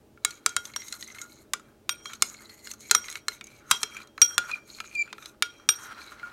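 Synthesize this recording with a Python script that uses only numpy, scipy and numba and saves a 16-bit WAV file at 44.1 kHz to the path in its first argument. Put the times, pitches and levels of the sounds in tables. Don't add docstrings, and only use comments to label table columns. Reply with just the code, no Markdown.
import sys
import numpy as np
from scipy import signal
from scipy.fft import rfft, irfft
from scipy.io import wavfile
from scipy.ndimage import uniform_filter1d, minimum_filter1d
from numba import njit

SR = 44100
rng = np.random.default_rng(int(sys.argv[2]) if len(sys.argv) > 2 else 0)


def to_wav(sig):
    pcm = np.clip(np.atleast_2d(sig), -1, 1) * 32767
    pcm = np.round(pcm).astype(np.int16)
    wavfile.write(sys.argv[1], SR, pcm.T)


def volts_from_decibels(level):
    exponent = np.asarray(level, float) / 20
    return 10 ** exponent


N = 278712
T = np.arange(N) / SR


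def level(x, db):
    return x * volts_from_decibels(db) / np.sqrt(np.mean(x ** 2))


def add(out, start_s, x):
    i = int(start_s * SR)
    out[i:i + len(x)] += x[:N - i]


def ring(t, hz, t60):
    return np.exp(-np.log(1000) * t / t60) * np.sin(2 * np.pi * hz * t)


def ring_width(t60):
    return np.log(1000) / (np.pi * t60)


def resonate(x, hz, t60):
    radius = np.exp(-np.log(1000) / (t60 * SR))
    poles = [1, -2 * radius * np.cos(2 * np.pi * hz / SR), radius * radius]
    return signal.lfilter([1 - radius], poles, x) * np.sin(2 * np.pi * hz / SR)


def walk(rate):
    k = int(SR / rate)
    return 1.3 * uniform_filter1d(np.repeat(rng.standard_normal(N // k + 1), k), k)[:N]


@njit
def svf(x, hz, width):
    y, b, l = np.empty(len(x)), 0., 0.
    for i in range(len(x)):
        g, k = np.tan(np.pi * hz[i] / SR), width / hz[i]
        v = (b + g * (x[i] - l)) / (1 + g * (g + k))
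        b, l, y[i] = 2 * v - b, l + 2 * g * v, k * v
    return y


def band(x, modes):
    edges = [0.79 * modes[0][0], min(1.27 * modes[-1][0], 9860)]
    return signal.sosfilt(signal.butter(2, edges, "band", fs=SR, output="sos"), x)


# (time [s], tine [Hz], neck [Hz], tip [Hz])
FORK_PITCHES = [(0.0, 2370, 3860, 6470), (1.021, 2056, 4116, 6570), (1.881, 2400, 3846, 6590),
                (2.529, 2053, 4274, 6910), (3.339, 2240, 3930, 6270), (5.071, 2450, 4200, 6630),
                (5.23, 2414, 3830, 6270), (6.32, 2207, 4140, 6290)]


def main_pitches(s):
    bowl_hz = 1356.
    when, *fork = np.transpose(FORK_PITCHES)
    return [np.full(np.shape(s), bowl_hz)] + [np.interp(s, when, hz) for hz in fork]


# (frequency [Hz], level [dB])
AIR_SPECTRUM = [(24, -29.5), (44, -6), (140, -3.5), (182, -14.5), (202, -7), (324, -4.5), (492, -20),
                (591, -8.5), (709, -20), (767, -18.5), (1870, -26.5), (15500, -36)]
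# (frequency [Hz], width [Hz], level [dB])
HUM_BANDS = [(217.3, 7.9, -68), (332, 36, -68), (420, 49, -67), (586.5, 120, -70), (828, 2.9, -76.5)]


def kitchen(air_db=-60.5, waver_db=0.76):
    f = np.maximum(np.arange(N // 2 + 1) * SR / N, 1)
    hz, db = np.transpose(AIR_SPECTRUM)
    shape = volts_from_decibels(np.interp(np.log(f), np.log(hz), db))
    air = irfft(rfft(rng.standard_normal(N)) * shape, N)
    hum = sum(level(resonate(rng.standard_normal(N), hum_hz, ring_width(width)), hum_db)
              for hum_hz, width, hum_db in HUM_BANDS)
    return level(air, air_db) * volts_from_decibels(waver_db * walk(1.0)) + hum


def room(x, t60=0.19, tail_db=-21, dull_hz=5800, rise_s=0.0026):
    t = T[:int(.4 * SR)]
    tail = rng.standard_normal(len(t)) * np.exp(-np.log(1000) * t / t60) * (1 - np.exp(-t / rise_s))
    tail = signal.sosfilt(signal.butter(1, dull_hz, fs=SR, output="sos"), tail)
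    return volts_from_decibels(tail_db) * signal.fftconvolve(x, tail / np.sqrt(np.sum(tail ** 2)))[:N]


# (frequency [Hz], t60 [s], relative level [dB])
COUNTER_MODES = [(90, 0.11, -14.5), (202, 0.025, -6.5), (427, 0.084, 4.5), (537, 0.04, -2.5),
                 (710, 0.025, 3)]


def thuds(thud_db=-24, rock_s=0.014, top_db=-13):
    out, t = np.zeros(N), T[:int(.15 * SR)]
    shape = sum(volts_from_decibels(db) * ring(t, hz, t60) for hz, t60, db in COUNTER_MODES)
    for s, bowl_db, *_ in KNOCKS:
        rock = rng.standard_normal(len(t)) * np.exp(-t / rock_s)
        thump = signal.fftconvolve(rock / np.linalg.norm(rock), shape)[:len(t)]
        add(out, s, volts_from_decibels(min(bowl_db, top_db) + thud_db) * thump)
    return out


def catches(per_s):
    size_db = np.minimum(4 * rng.exponential(size=N), 14)
    hits = rng.random(N) < per_s / SR
    return level(hits * volts_from_decibels(size_db) * np.sign(rng.standard_normal(N)), 0)


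# (start [s], length [s], fork level [dB], tilt towards the tip [dB], bowl level [dB])
STROKES = [(0.276, 0.098, -58, -1.5, -60), (0.471, 0.23, -58, 3, -55.5), (0.77, 0.079, -52, 1, -57.5),
           (0.866, 0.087, -51, 3, -60), (1.01, 0.031, -52, 2.5, -59), (1.073, 0.054, -54.5, -1, -61),
           (1.147, 0.097, -52.5, 3, -59), (1.276, 0.14, -64.5, 1.5, -67), (1.567, 0.12, -74.5, 0, -61.5),
           (1.924, .08, -64, -7, -58), (2.06, 0.095, -56.5, 3.5, -53), (2.24, 0.099, -52, 3.5, -52),
           (2.367, 0.08, -62, 1, -56.5), (2.454, 0.16, -59, -1.5, -65), (2.653, 0.062, -50, 1.5, -58),
           (2.825, 0.081, -54, 0.5, -66), (2.97, .07, -60, -3, -52), (3.048, .13, -50, -1, -55),
           (3.31, 0.058, -55, 0.5, -60), (3.458, 0.14, -61, -3, -61), (3.704, 0.14, -57, 3.5, -54),
           (3.875, .14, -56, -2, -52), (4.223, .12, -57.5, 4.5, -50.5), (4.397, .06, -58.5, 4.5, -48),
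           (4.488, 0.064, -49, -3, -50), (4.678, 0.13, -57, 0.5, -61), (4.85, 0.19, -54.5, -3, -57.5),
           (5.076, 0.12, -68.5, -7.5, -67), (5.203, 0.086, -57, 2, -58.5), (5.455, 0.17, -66.5, -6, -59.5),
           (5.714, .15, -59, 4.5, -48), (5.853, 0.15, -70, 0, -45.5), (6.006, 0.14, -55, -3.5, -53.5),
           (6.177, 0.12, -65.5, -7, -48)]


def pressure(press=499.5, lift=449, bowl_lift=148.5):
    out = np.full((4, N), -95.)
    fall = np.array([[bowl_lift]] + [[lift]] * 3)
    for s, length, fork_db, tilt_db, bowl_db in STROKES:
        hold = np.array([[bowl_db], [fork_db - tilt_db], [fork_db], [fork_db + tilt_db]])
        before, after = np.maximum(s - T, 0), np.maximum(T - s - length, 0)
        out = np.maximum(out, hold - press * before - fall * after)
    return out


GRIT_DB = [-9.5, -10.5, -9.5, -6]
WET_DB = [4, -9, -7, -2]


def scrape(wander=0.016, edge_hz=11800., edge_db=-9):
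    columns = pressure()
    stutter, per_s = walk(70) + walk(20), 400
    shared = catches(2 * per_s) + volts_from_decibels(-1) * rng.standard_normal(N)
    shared = shared * volts_from_decibels(2.5 * stutter)
    out = 0
    groups = zip(columns, DAMPED_MODES, main_pitches(T), MAIN_MODES, GRIT_DB, WET_DB)
    for db, modes, hz, (width, _, _), grit_db, wet_db in groups:
        force = catches(per_s) + volts_from_decibels(wet_db) * rng.standard_normal(N)
        force = force * volts_from_decibels(4 * walk(45) + 3 * walk(14)) + volts_from_decibels(-8) * shared
        main = svf(force, hz * (1 + wander * walk(25)), 1. * width)
        part = level(main, 0) + level(band(shared, modes), grit_db)
        out = out + volts_from_decibels(db) * level(part, 0)
    edge = svf(catches(4 * per_s) * volts_from_decibels(3 * stutter), np.full(N, edge_hz), 500.)
    out = out + volts_from_decibels(edge_db + columns[-1]) * level(edge, 0)
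    singing = sum(volts_from_decibels(db) * svf(out, np.full(N, 1. * hz), ring_width(t60))
                  for _, hz, t60, db in RIM_MODES)
    return out + singing


# (start [s], length [s], settled pitch [Hz], level at the end [dB])
SQUEAKS = [(4.517, .005, 2380, -31), (4.534, 0.011, 2364, -27), (4.955, 0.07, 2349, -25.5)]
OVERTONES_DB = [-0.5, -18, -25]


def squeaks(waver=0.00366, flutter_db=1.32):
    sag_hz, sag_s, swell = 100, 0.0097, 92
    bite, cut_db, cut_s, fade = 2202, 20, .007, 201
    unsettled, rasp = 0.35, 0.36
    out = 0
    for s, length, hz, end_db in SQUEAKS:
        since, past = T - s, np.maximum(T - s - length, 0)
        sharp = sag_hz * np.exp(-np.maximum(since, 0) / sag_s)
        pitch = hz + sharp
        phase = 2 * np.pi * np.cumsum(pitch * (1 + waver * walk(140))) / SR
        db = end_db - swell * np.clip(length - since, 0, length) - bite * np.maximum(-since, 0)
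        db = db - cut_db * np.minimum(past / cut_s, 1) - fade * past
        for k, over_db in enumerate(OVERTONES_DB):
            flutter = (k + 2.0) * flutter_db * walk(120)
            gain = volts_from_decibels(db + over_db - k * unsettled * sharp + flutter)
            gain = gain * (1 + k * rasp * walk(700))
            out = out + np.sqrt(2) * gain * np.sin((k + 1) * phase)
    return out


# (time [s], level [dB], favoured mode order 0-3,
# loss per order away [dB], upper twin of the split pair [dB])
RINGS = [(.2488, -35, 0., 6, -17), (.4623, -31.5, 0., 8, -1), (.5651, -28.5, 0., 6.5, -10.5),
         (.7609, -31.5, 2.1, 14, -17), (.9266, -40, 0., 26, 0), (1.2155, -45, 0., 26, 0.5),
         (1.5355, -38.5, 0., 14, 5), (1.8927, -28, 2.9, 3, -6), (2.0556, -39, 1.1, 9.5, 4),
         (2.9109, -25.5, 0., 9, 7), (2.9491, -21, 2.4, 8, 11), (3.2829, -51, 1.3, -2, -1),
         (3.7111, -19.5, 1.01, 9.5, 1), (3.8317, -32.5, 1.6, 13.5, -17), (4.2169, -13, 2.2, 7, 17),
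         (4.3799, -20.5, 0., 27.5, -8), (5.4238, -26.5, 0., 4.5, -15.5), (5.6891, -16.5, 2.95, 6, 16.5),
         (6.2297, -31.5, 0., 41.5, 0)]
# (place in RIM_ORDERS, frequency [Hz], t60 [s], relative level [dB])
RIM_MODES = [(0, 1420, .17, 0), (1, 3238, .19, -1), (2, 5658, .2, 0), (3, 5722, .08, -3), (4, 8708, .1, 0),
             (1, 3290, .12, -10), (1, 3230, .7, -17), (2, 5645, .6, -16), (4, 8690, .35, -18),
             (4, 12310, .16, -11)]
RIM_ORDERS = np.array([0, 1, 2, 2, 3])


def rim(rise_s=0.00041, detune=0.00077, tremble_db=2.5):
    out, t, blows = np.zeros(N), T[:int(.6 * SR)], np.transpose(KNOCKS)[0]
    for s, top_db, order, fall_db, twin_db in RINGS:
        start_db = top_db - fall_db * abs(RIM_ORDERS - order)
        start_db = start_db + twin_db * (np.arange(5) == 3)
        chance = rng.standard_normal(len(RIM_MODES))
        x = sum(volts_from_decibels(start_db[int(round(k))] + db) * ring(t, hz * (1 + detune * c), t60)
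                for (k, hz, t60, db), c in zip(RIM_MODES, chance))
        nearest = blows[np.argmin(abs(blows - s))]
        add(out, nearest, x * (1 - np.exp(-t / rise_s)))
    return out * volts_from_decibels(tremble_db * walk(90))


PART_SPOTS = np.array([0, .5, 1])


def struck(fork_db, spot, soft):
    hard_fall_db, soft_fall_db = 12.5, 31
    fall_db = hard_fall_db + (soft_fall_db - hard_fall_db) * soft
    return fork_db - fall_db * abs(PART_SPOTS - np.clip(spot, 0, 1))


# (time [s], bowl level [dB], fork level [dB], spot on the fork 0 tines to 1 tip)
KNOCKS = [(0.1743, -51, -60.5, 0.), (0.2487, -25, -16, 0.9), (0.307, -66, -35, 0.76), (.462, -19.5, -16, 1),
          (0.492, -52, -36, .99), (.5653, -21.5, -19.5, 0.88), (.6533, -79, -32.5, 0.83),
          (0.737, -71, -39, 0.26), (.7615, -30, -28.5, 0.73), (.819, -68, -38.5, 0.18),
          (0.8827, -65, -39, .99), (0.9252, -68, -29, 0.68), (0.94, -52, -41, .5), (1.009, -71, -42, .99),
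          (1.026, -73, -34, 0.41), (1.043, -70, -47, 0.98), (1.076, -65, -43, .99),
          (1.0844, -70, -47, 0.055), (1.101, -60, -46, 0.), (1.147, -73, -44.5, 0.), (1.185, -70, -39, 0.),
          (1.2155, -78.5, -34.5, 1), (1.319, -72, -57.5, .5), (1.5351, -24, -21.5, 0.89),
          (1.596, -47, -51, 0.84), (1.8927, -28.5, -20.5, 0.46), (2.056, -35.5, -33.5, .3),
          (2.134, -44, -33.5, 0.71), (2.1504, -70, -46, .99), (2.2225, -18, -12, 0.94),
          (2.3437, -66, -46, 0), (2.496, -74, -44, .52), (2.6719, -73, -34, 0.3), (2.714, -76, -33.5, 1),
          (2.7365, -49.5, -41, 0.96), (2.806, -63, -44.5, 0.96), (2.8967, -65, -38, 0.3),
          (2.9113, -17.5, -10.5, 1), (2.93, -45, -48, 0.), (2.9491, -16.5, -15.5, 0.66),
          (3.0422, -63, -38.5, 0.061), (3.0574, -53, -41.5, 0.94), (3.0835, -68, -33, 0.2),
          (3.1, -67, -35, 0.93), (3.113, -70, -36, 0.83), (3.126, -74, -34.5, 0.78),
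          (3.1553, -38, -30, 0.089), (3.2829, -28.5, -22.5, 0.52), (3.3185, -65, -46.5, 0.),
          (3.4105, -41.5, -35, 0.2), (3.4411, -72, -43, 1), (3.469, -77, -46, .99), (3.7116, -6, -6.5, 1),
          (3.8314, -25, -19.5, 0.65), (3.9467, -43.5, -46, 0.92), (3.9674, -46, -42, 0.91),
          (4.002, -41.5, -49, 0.32), (4.019, -70, -50, .5), (4.031, -60, -50, .8),
          (4.073, -69.5, -48.5, 0.77), (4.1785, -33, -39.5, 0.23), (4.2168, -25.5, -11, 0.8),
          (4.309, -41, -58, 0.), (4.331, -46, -54, .49), (4.344, -67, -47, .99), (4.38, -16.5, -15.5, 0.73),
          (4.514, -41, -32.5, 0.22), (4.7854, -47, -39, 0.23), (4.8028, -32, -31, 0.13),
          (4.841, -44, -59, 0), (4.9518, -70, -38.5, 0.85), (5.076, -45.5, -64, 0.),
          (5.1283, -32, -37.5, 0.41), (5.1818, -40, -46.5, 0.085), (5.2247, -47.5, -41, 0.25),
          (5.2578, -58.5, -34.5, 0.62), (5.4237, -26.5, -15.5, 0.26), (5.598, -48.5, -60, 0.39),
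          (5.6895, -22.5, -14.5, 0.52), (6.0164, -54, -41, 0.24), (6.1965, -64, -46.5, 0.),
          (6.23, -59, -56, 0.)]
# (frequency [Hz], t60 [s], relative level [dB])
DAMPED_MODES = [
    [(1120, .02, -10), (1290, .03, 0), (1500, .02, -4)],
    [(1780, .02, -5), (2480, .025, -2), (2750, .02, -6)],
    [(3150, .02, -4), (3600, .02, -1), (4810, .018, -4), (5250, .018, -6)],
    [(6150, .018, -2), (7200, .018, 0), (7900, .016, -3), (8900, .014, -4), (10300, .014, -7),
     (11700, .014, -10), (13700, .01, -23), (14900, .01, -25)],
]
# (width when rubbed [Hz], t60 when struck [s], relative level when struck [dB])
MAIN_MODES = [(250, .03, 0), (110, .045, 3), (220, .03, 2), (400, .025, 2)]


def knocks(detune=0.035, chatter_s=0.00083, crack_s=0.002):
    out, t = np.zeros(N), T[:int(.09 * SR)]
    first = int(.005 * SR)
    scatter_db, soft_db = 3.5, 10
    for s, bowl_db, fork_db, spot in KNOCKS:
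        soft = np.clip((-24 - max(bowl_db, fork_db)) / 16, 0, 1)
        parts = [bowl_db, *struck(fork_db, spot, soft)]
        skid_s = chatter_s * (1 + 2.0 * soft)
        push = rng.standard_normal(len(t)) * np.exp(-t / skid_s)
        push[0] += 3.75 * (1 - soft)
        groups = zip(parts, DAMPED_MODES, main_pitches(s), MAIN_MODES)
        for db, modes, main_hz, (_, main_t60, main_db) in groups:
            every = modes + [(main_hz, main_t60, main_db + soft_db * soft)]
            chance = rng.standard_normal((len(every), 2))
            shape = sum(volts_from_decibels(mode_db + scatter_db * a) * ring(t, hz * (1 + detune * b), t60)
                        for (hz, t60, mode_db), (a, b) in zip(every, chance))
            x = signal.fftconvolve(push, shape)[:len(t)]
            crack = band(rng.standard_normal(len(t)) * np.exp(-t / crack_s), modes)
            x = x / np.std(x[:first]) + volts_from_decibels(-5.7 * soft) * crack / np.std(crack[:first])
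            add(out, s, x * volts_from_decibels(db) / np.std(x[:first]))
    return out


def scene():
    squeak = squeaks()
    no_bass = signal.butter(4, 1115, "high", fs=SR, output="sos")
    bowl = signal.sosfilt(no_bass, knocks() + rim() + squeak)
    unlocked = 1 / (1 + uniform_filter1d(abs(squeak), size=400) / volts_from_decibels(-33))
    return (bowl + room(bowl) + thuds() + unlocked * scrape() + kitchen())[None]


def band_limit(x):
    return signal.sosfilt(signal.butter(12, 17010, fs=SR, output="sos"), x)


def record(dry):
    gain = np.minimum(1, .87 / (abs(dry) + 1e-9))
    gain = uniform_filter1d(minimum_filter1d(gain, size=89), size=44)
    top_cut = signal.ellip(8, .2, 70, 15900, fs=SR, output="sos")
    mix = signal.sosfilt(top_cut, dry * gain)
    return band_limit(mix)


dry = scene()
out = record(dry)
to_wav(out)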